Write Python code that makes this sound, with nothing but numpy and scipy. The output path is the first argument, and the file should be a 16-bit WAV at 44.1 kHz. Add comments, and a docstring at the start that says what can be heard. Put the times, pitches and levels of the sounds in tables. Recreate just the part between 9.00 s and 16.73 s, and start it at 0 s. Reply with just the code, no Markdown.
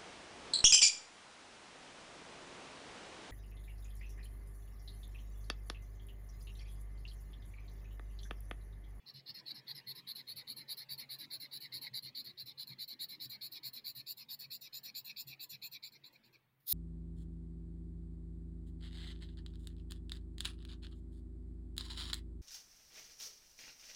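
"""In a quiet room a felt-tip marker colours in a shape on a sheet of paper on a desk.
About five push-and-pull pairs of strokes a second catch on the fibres: noise rings in the plastic barrel.
The hand rubs the sheet with dull noise and bumps the desk, which answers with a low, dying tone.
The strokes fade and stop, then the sheet is pulled across the desk with a sharp swish of swelling noise."""
import sys
import numpy as np
from scipy import signal
from scipy.fft import rfft, irfft, next_fast_len
from scipy.io import wavfile
from scipy.ndimage import uniform_filter1d, map_coordinates

SR = 44100
rng = np.random.default_rng(int(sys.argv[2]) if len(sys.argv) > 2 else 0)


def to_wav(s):
    """Save 16-bit WAV."""
    ch = np.atleast_2d(s).T  # columns
    pcm = np.round(np.clip(ch, -1, 1) * 32767)  # PCM
    wavfile.write(sys.argv[1], SR, pcm.astype(np.int16))


N = 340804

# pen strokes, by turns push and pull: start t/s, length/s, base level/dB
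STROKES = [(0.062, 0.048, -53), (.138, 0.072, -59.5), (.262, 0.052, -50), (0.343, 0.065, -53),
           (.461, 0.06, -47), (.545, .056, -54.5), (.671, 0.052, -46), (0.748, 0.055, -53),
           (0.869, 0.053, -46.5), (.95, 0.061, -55.5), (1.071, 0.053, -44.5), (1.151, 0.066, -52),
           (1.272, 0.056, -47.5), (1.36, .062, -51), (1.474, 0.057, -47), (1.563, 0.068, -53),
           (1.682, 0.058, -45.5), (1.769, 0.066, -49.5), (1.89, .06, -47.5), (1.978, .065, -51),
           (2.093, 0.063, -46.5), (2.186, 0.071, -51), (2.305, 0.061, -46), (2.4, 0.064, -51),
           (2.514, 0.065, -47), (2.603, 0.067, -51), (2.722, 0.065, -45.5), (2.814, 0.067, -48.5),
           (2.937, 0.058, -43.5), (3.024, 0.0741, -51.5), (3.15, 0.068, -45), (3.243, .074, -53),
           (3.376, 0.054, -48), (3.458, .064, -53.5), (3.578, 0.059, -46.5), (3.671, 0.068, -54),
           (3.788, 0.06, -45.5), (3.877, 0.067, -49.5), (3.995, 0.059, -44), (4.086, 0.071, -51.5),
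           (4.2, 0.064, -45.5), (4.296, 0.068, -50), (4.413, 0.065, -46.5), (4.517, 0.07, -52),
           (4.632, .061, -47), (4.731, 0.068, -50.5), (4.845, 0.066, -46), (4.951, .068, -52.5),
           (5.066, 0.064, -47.5), (5.171, .067, -55), (5.289, .063, -48.5), (5.39, 0.068, -53),
           (5.505, 0.065, -49), (5.611, 0.072, -56.5), (5.729, 0.063, -49.5), (5.833, 0.07, -53),
           (5.948, .058, -47), (6.047, 0.07, -52.5), (6.166, 0.064, -48), (6.27, 0.071, -56),
           (6.396, 0.058, -50.5), (6.493, 0.066, -54.5), (6.621, .058, -49), (6.715, 0.058, -54.5),
           (6.828, .057, -51), (6.92, 0.049, -63), (7.039, .047, -56), (7.125, 0.045, -71),
           (7.235, 0.051, -70.5), (7.326, 0.039, -70)]
# slow change of colour as the pen crosses the shape:
# t/s, fizz level against the rasp/dB, nib chatter level against the rasp/dB, middle of the nib pitch f/Hz
COLOUR = [(.15, -20, -33, 1940), (.5, -19.5, -24, 1994), (.8, -9.5, -14.5, 2050), (1.15, -9, -21.5, 2163),
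          (1.9, -6.5, -17.5, 2152), (2.9, -10, -17, 2135), (3.3, -13, -24.5, 2235), (4.3, -7, -18.5, 2272),
          (5.1, -3.5, -19, 2526), (5.9, -3.5, -11, 2495), (6.6, -1.5, -8, 2510), (6.85, -8.5, -11.5, 2350),
          (7.07, -12, -11, 2384), (7.14, -6, -6, 2355), (7.35, -11, 1.5, 2424)]
# the hand rocks against the desk: t/s, base level/dB
BUMPS = [(0.139, -57.5), (.285, -60), (0.727, -57.5), (.869, -61), (1.338, -56.5), (1.573, -61.5),
         (1.899, -59.5), (2.368, -64), (2.739, -60), (2.899, -57), (3.02, -62), (3.26, -63), (3.417, -62.5),
         (3.689, -54), (4.242, -56), (4.647, -61), (4.958, -59.5), (5.448, -62.5), (6.249, -56),
         (6.507, -62.5)]
DESK_HZ = 133.7  # the lowest mode of the desk top, about which the bumps scatter
LEAD_S = 0.0077  # the nib starts to creep just before a stroke
TAIL_T60 = 0.19  # seconds in which the faint ringing after a stroke falls by 60 dB


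def amp(db):
    """Turn decibels into a gain."""
    return 10 ** (np.asarray(db) / 20)


def unit(x):
    """Scale to an rms (average strength) of 1."""
    return x / np.sqrt(np.mean(x ** 2) + 1e-20)


def clock():
    """The time of each sample in seconds."""
    return np.arange(N) / SR


def curves(rows):
    """Join the points of a table by straight lines: one curve for each column after the time."""
    times, *columns = np.transpose(rows)
    return [np.interp(clock(), times, column) for column in columns]


def wobble(rate):
    """A smooth random curve through `rate` random points a second."""
    points = rng.standard_normal(int(N * rate / SR) + 4)
    return map_coordinates(points, [clock() * rate], order=2)


def filtered(x, response):
    """Multiply each frequency of x by response(frequency)."""
    size = next_fast_len(N + 8192)
    hz = np.fft.rfftfreq(size, 1 / SR)
    return irfft(rfft(x, size) * response(hz), size)[:N]


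def coloured(x, points):
    """Give x the tone colour drawn by (f/Hz, level/dB) points, at rms 1."""
    f, db = np.transpose(points)
    return unit(filtered(x, lambda hz: amp(np.interp(np.log(hz + 1), np.log(f), db))))


def friction(catch_rate, catch_db):
    """Countless tiny slips, clumped where the fibres catch: noise with a wavering level."""
    return unit(rng.standard_normal(N) * amp(catch_db * wobble(catch_rate)))


def resonance(centre_hz, width_hz):
    """Noise of rms 1 in a steep-sided resonance whose centre may glide."""
    edge_hz = np.clip(width_hz / 2, 2, SR / 4)
    lowpass = signal.butter(3, edge_hz, fs=SR, output="sos")
    a, b = signal.sosfilt(lowpass, rng.standard_normal((2, N)))
    # slow noise on a cosine and a sine sits as a band around their frequency
    phase = 2 * np.pi * np.cumsum(centre_hz * np.ones(N)) / SR
    return unit(a * np.cos(phase) + b * np.sin(phase))


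def patchy(x, depth_db, size):
    """Narrow ridges come and go in the spectrum as the contact point moves; the total power stays even."""
    spectrum = signal.stft(x, nperseg=size)[2]
    field = uniform_filter1d(rng.standard_normal(spectrum.shape), size=3, axis=0)
    field = uniform_filter1d(field, size=5, axis=1)
    spectrum = spectrum * amp(depth_db * np.tanh(unit(field)))
    even = spectrum / (np.linalg.norm(spectrum, axis=0) + 1e-9)
    return unit(signal.istft(even, nperseg=size)[1][:N])


def room_hush():
    """The quiet room: steady, faint, coloured noise."""
    # tone colour of the room: f/Hz, level/dB
    room_colour = [(20, -22), (35, -1.5), (55, -15), (130, 4), (300, -14), (600, -15), (1400, -16.5),
                   (2400, -19), (4500, -30), (7000, -37), (16000, -20)]
    return amp(-80.0) * coloured(rng.standard_normal(N), room_colour)


def hand_speed():
    """Speed of the hand: 0 at the turns, 1 in the middle of each stroke."""
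    lag_s = 0.015  # the hand trails the nib
    rows = []
    for start, length, _ in STROKES:
        rows += [(start, 0), (start + length / 2, 1), (start + length, 0)]
    return np.sin(np.pi / 2 * curves(np.add(rows, [lag_s, 0]))[0])


def rocking(rise_s):
    """A soft swell of pressure with each bump of the hand, at its peak after rise_s."""
    gain, u = np.zeros(N + SR), np.arange(SR // 4) / SR / rise_s
    for start, db in BUMPS:
        gain[round(start * SR):][:len(u)] += amp(db) * u ** 2 * np.exp(2 * (1 - u))
    return gain[:N]


def hand():
    """Skin and pen rub the sheet dully and keep the desk top humming."""
    # weight of the hand on the sheet: t/s, base level of the low rub/dB, base level of the scuff/dB
    weight = [(0, -78.5, -78.5), (.5, -70, -70.5), (2.9, -71.5, -73.5), (3.3, -74, -76.5),
              (4.3, -72.5, -76), (5.3, -77, -78), (6.4, -74.5, -76.5), (7.37, -78.5, -80.5),
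              (7.58, -88.5, -91.5)]
    # tone colour of the low rub: f/Hz, level/dB
    rub_colour = [(40, -31), (100, -3.5), (200, 2), (320, 2), (480, -10), (800, -27.5), (2000, -73)]
    # tone colour of the scuff: f/Hz, level/dB
    scuff_colour = [(250, -14.5), (500, -2), (700, -4.5), (950, 0), (1450, -8.5), (1750, 0), (2500, -4),
                    (3400, -4.5), (6000, -18.5), (15000, -31)]
    rest_db = -2.5  # the rub drops at each turn
    waver_db = 1.1  # the hand slides unevenly
    rub_db, scuff_db = curves(weight) + rest_db * (1 - hand_speed()) + waver_db * wobble(9)

    rub = patchy(friction(catch_rate=60, catch_db=1.0), depth_db=8.5, size=1536)
    rub = amp(rub_db + 0.16) * coloured(rub, rub_colour)
    scuff = patchy(friction(catch_rate=160, catch_db=0.1), depth_db=10.5, size=1024)
    scuff = amp(scuff_db + 3.0) * coloured(scuff, scuff_colour)
    hum = amp(rub_db - 1.0) * resonance(DESK_HZ, width_hz=20)
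    # the hand scrubs harder as it rocks
    scrub = amp(-11) * rocking(rise_s=0.03) * resonance(155, width_hz=130)
    return rub + scuff + hum + scrub


def envelope(t, length, attack_s, peak_at, sag_db, t60):
    """One stroke: a quick attack, an arched hold, a fast release and a faint tail."""
    brake_s = 0.0037  # the nib slows just before the end
    tail_db = -18.5  # what rings on after a stroke
    rise = np.clip((t + LEAD_S) / attack_s, 0, 1) ** 2
    arch = amp(-sag_db * (np.clip(t / length, 0, 1) - peak_at) ** 2)
    after = np.maximum(t - length + brake_s, 0)
    release = amp(-60 * after / t60)
    tail = amp(tail_db - 60 * after / TAIL_T60)
    return rise * arch * np.maximum(release, tail)


def stroke_gains():
    """Strength of rasp, fizz and nib chatter over time: every stroke swells and dies away."""
    # how a push swells, one row each for rasp, fizz and nib chatter: level added to the stroke/dB, attack/s,
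    # place of the peak/share of the stroke, sag one stroke length from the peak/dB, time to fall 60 dB/s
    push_shapes = [(1, 0.011, 0.51, 16.5, 0.054), (5, 0.0097, 0.61, 50.5, 0.055),
                   (-1.5, 0.0065, 0.2, 8.5, 0.057)]
    # how a pull swells: the same rows and columns
    pull_shapes = [(2, 0.016, .55, 21.5, 0.05), (5, 0.015, 0.25, 33.7, 0.087),
                   (10.5, 0.008, 0.95, 30, 0.053)]
    t, gains = clock(), np.zeros((3, N))
    for k, (start, length, db) in enumerate(STROKES):
        a, b = np.searchsorted(t, [start - LEAD_S, start + length + TAIL_T60])
        shapes = pull_shapes if k % 2 else push_shapes
        for gain, (peak_db, *shape) in zip(gains, shapes):
            gain[a:b] += amp(db + peak_db) * envelope(t[a:b] - start, length, *shape)
    rasp, fizz, nib = gains
    fizz_db, nib_db, _ = curves(COLOUR)
    return rasp, fizz * amp(fizz_db), nib * amp(nib_db)


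def stroke_controls():
    """Direction (1 = pull), lean of the pen (-1 near, 1 far), rasp tilt and shift of the resonances."""
    # base tilt of the rasp: t/s, tilt in a push/(dB per kHz), tilt in a pull/(dB per kHz)
    rasp_tilt = [(.25, 4, 4), (.7, -15, 7.5), (1.27, -11, -6), (1.5, -6, -1.5), (2.9, 0.5, -10),
                 (3.5, -4.5, -6), (3.9, 1.5, -9), (5.6, 5.5, -3.5), (6.2, 0, -3)]
    # no two strokes meet the paper alike
    bend_share, tilt_db = 0.006, 1  # scatter of the resonances (share) and of the tilt (dB per kHz)
    rows, chance = [], rng.standard_normal((len(STROKES), 2))
    for k, (start, length, _) in enumerate(STROKES):
        end_lean = (-1) ** k
        rows.append((start, k % 2, -end_lean, *chance[k]))
        rows.append((start + length, k % 2, end_lean, *chance[k]))
    pulling, lean, tilt_scatter, bend_scatter = curves(rows)
    push_tilt, pull_tilt = curves(rasp_tilt)
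    tilt = push_tilt + pulling * (pull_tilt - push_tilt) + tilt_db * tilt_scatter
    return pulling, lean, tilt, bend_share * bend_scatter


def bite(rise_s, t60):
    """The felt sticks at the turn and breaks free abruptly as each pull begins."""
    gain, t = np.zeros(N + SR), np.arange(SR // 10) / SR
    shape = (1 - np.exp(-t / rise_s)) * amp(-60 * t / t60)
    for start, _, db in STROKES[1::2]:
        gain[round(start * SR):][:len(t)] += amp(db) * shape
    return gain[:N]


def snags():
    """The nib snags on the paper: brief jumps of the friction force."""
    # the snags: middle t/s, extra level/dB
    snag_points = [(.713, 8.5), (1.322, 5), (2.77, 4.5), (3.838, 4)]
    half_s = 0.004  # about half the length of a snag
    t = clock()
    extra_db = 0
    for middle, db in snag_points:
        extra_db = extra_db + db * np.exp(-np.minimum(((t - middle) / half_s) ** 2, 20))
    return amp(extra_db)


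def barrel(modes, grip, pulling, bend, tilt):
    """Grip, direction and tilt share the energy out among the resonances; bend shifts them all."""
    sound, power = np.zeros(N), np.zeros(N)
    for hz, width, left_db, middle_db, right_db, pull_db in modes:
        db = np.interp(grip, np.arange(3), [left_db, middle_db, right_db]) + pull_db * pulling
        gain = np.sqrt(width) * amp(db + tilt * hz / 1000)
        sound += gain * resonance(hz * bend, width)
        power += gain ** 2
    return sound / np.sqrt(power)


def marker():
    """Each stroke drags the nib over the fibres; the resonances glide as the pen leans to and fro."""
    # the wrist turns the pen as it crosses the shape: t/s, grip (0 left, 1 middle, 2 right)
    grip_path = [(.6, 0.27), (1.4, 0.79), (2.6, 1.155), (4.3, 1.56), (5.4, 1.67), (6.1, 2.74)]
    # barrel resonances of the rasp: middle f/Hz, width/Hz, relative level at left, middle
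    # and right grip/dB (three columns), extra level when pulling/dB
    rasp_modes = [(3468, 200, -7, -25.5, -11, 4.5), (4116, 548, 4, 9, 4, 3.5), (4250, 365, 2, 4.5, -9, 8.5),
                  (4493, 404, 5, 8.5, 2.5, -0.5), (5122, 457, -4, -5.5, -8, 11),
                  (5703, 240, -60, -32, -25.5, 29.5)]
    # higher barrel resonances of the fizz: the same columns
    fizz_modes = [(7163, 543, -51, -10.5, -2, -6), (8310, 2100, -29, -17.5, -17.5, -6.5),
                  (9800, 650, -17, -24, -23, 4.5), (11010, 695, 0, 7.5, -12.5, -5.5),
                  (11160, 340, 3.5, -4.5, -26.5, 11), (12450, 470, 14.5, -1, -9, 3.5),
                  (13140, 370, 2, -1, 3, -4), (14560, 490, 10, 4, 2.5, 0.5), (14710, 650, -22, 7, 0.5, -4),
                  (15500, 320, 3, -12, -9, -10)]
    # tone colour of the sheet itself under the nib: f/Hz, level/dB
    paper_colour = [(400, -15.5), (950, -14), (1430, -17.5), (1720, -2), (2300, -3), (2650, -5), (2950, -1),
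                    (3200, -7.5), (5000, 2), (6300, -18), (15000, -26)]
    force, fizz_gain, nib_gain = stroke_gains()
    pulling, lean, tilt, shift = stroke_controls()
    *_, nib_hz = curves(COLOUR)
    grip, = curves(grip_path)
    release = bite(rise_s=0.0015, t60=0.11)

    # on the left the hand bears down at the far end of a stroke, on the right at the near end
    force = force * snags() * amp(lean * (3.5 - 2.3 * grip))
    # the rasp grows brighter as each stroke runs on
    tilt = tilt + 1.8 * lean * (1 - 2 * pulling)
    bend = 1 + shift + 0.016 * lean + 0.0043 * wobble(14)
    rasp = patchy(barrel(rasp_modes, grip, pulling, bend, tilt), depth_db=9.0, size=768)
    rasp = amp(-0.54) * force * rasp
    squeak = amp(-1.5) * release * resonance(4170 * bend, width_hz=117)

    # the fizz shifts with the lean and lies lowest at mid-stroke
    fizz_bend = 1 + shift + 0.006 * lean + 0.018 * (lean ** 2 - 0.5) + 0.005 * wobble(35)
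    fizz = patchy(barrel(fizz_modes, grip, pulling, fizz_bend, 0), depth_db=7.5, size=512)
    fizz = (amp(-2.1) * fizz_gain + amp(-10.5) * release) * fizz

    # the nib chatters more in some strokes than in others
    nib_pitch = nib_hz * (1 + 0.055 * (lean + 0.3) + 0.018 * wobble(12))
    chatter = amp(-2.34 + 2.5 * wobble(9)) * nib_gain * resonance(nib_pitch, width_hz=290)

    # the sheet speaks most on the left of the shape and in the pulls
    paper = coloured(patchy(rng.standard_normal(N), depth_db=15, size=1024), paper_colour)
    paper = amp(-16.0 - 2.78 * grip + 5.0 * pulling) * force * paper

    # the pressure wavers and single fibres catch the felt
    grain = unit(amp(1.25 * wobble(80) + 1.36 * wobble(700)))
    return grain * (rasp + squeak + fizz + chatter + paper)


def desk(push_s, t60, thud_s):
    """Soft bumps give a low push and swell the lowest mode of the desk top, which then dies away."""
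    out, t = np.zeros(N + SR), np.arange(SR // 3) / SR
    swell = np.sin(np.pi / 2 * np.minimum(t / push_s, 1)) ** 2
    shape = swell * amp(-60 * np.maximum(t - push_s, 0) / t60)
    u = (t - push_s) / thud_s
    thud = amp(-9.5) * u * np.exp(-u ** 2)
    for (start, db), detune in zip(BUMPS, rng.standard_normal(len(BUMPS))):
        ring = shape * np.sin(2 * np.pi * DESK_HZ * (1 + 0.036 * detune) * t)
        out[max(round(start * SR), 0):][:len(t)] += amp(db + 0.2) * (ring + thud)
    return out[:N]


def sheet():
    """The paper starts to slide over the desk and its hiss of tiny slips swells as it gains speed."""
    # the slide: t/s, level/dB
    slide_level = [(7.59, -110), (7.606, -76), (7.62, -82), (7.657, -80), (7.668, -55), (7.683, -40),
                   (7.705, -35.5), (7.718, -32.5), (7.723, -28)]
    # tone colour of the sliding sheet: f/Hz, level/dB
    slide_colour = [(150, -34), (800, -37), (2950, -31), (3500, -10.5), (5200, -12.5), (6300, -24.5),
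                    (7000, -14), (7700, -35), (8600, -28), (9300, -14), (13500, -3.5), (14900, -1),
                    (15800, -19.5)]
    level_db, = curves(slide_level)
    slips = friction(catch_rate=900, catch_db=1.7)
    return amp(level_db) * coloured(slips, slide_colour)


def scene():
    """Hand, pen, desk and sheet over the hush of the room, in one channel."""
    bumps = desk(push_s=0.024, t60=0.24, thud_s=0.0027)
    return (room_hush() + hand() + marker() + bumps + sheet())[None]


def record(dry):
    """Cut off steeply everything above the band limit."""
    top_hz = 15850
    roll_off = lambda hz: 1 / (1 + (hz / top_hz) ** 400)
    return np.array([filtered(channel, roll_off) for channel in dry])


dry = scene()
out = record(dry)
to_wav(out)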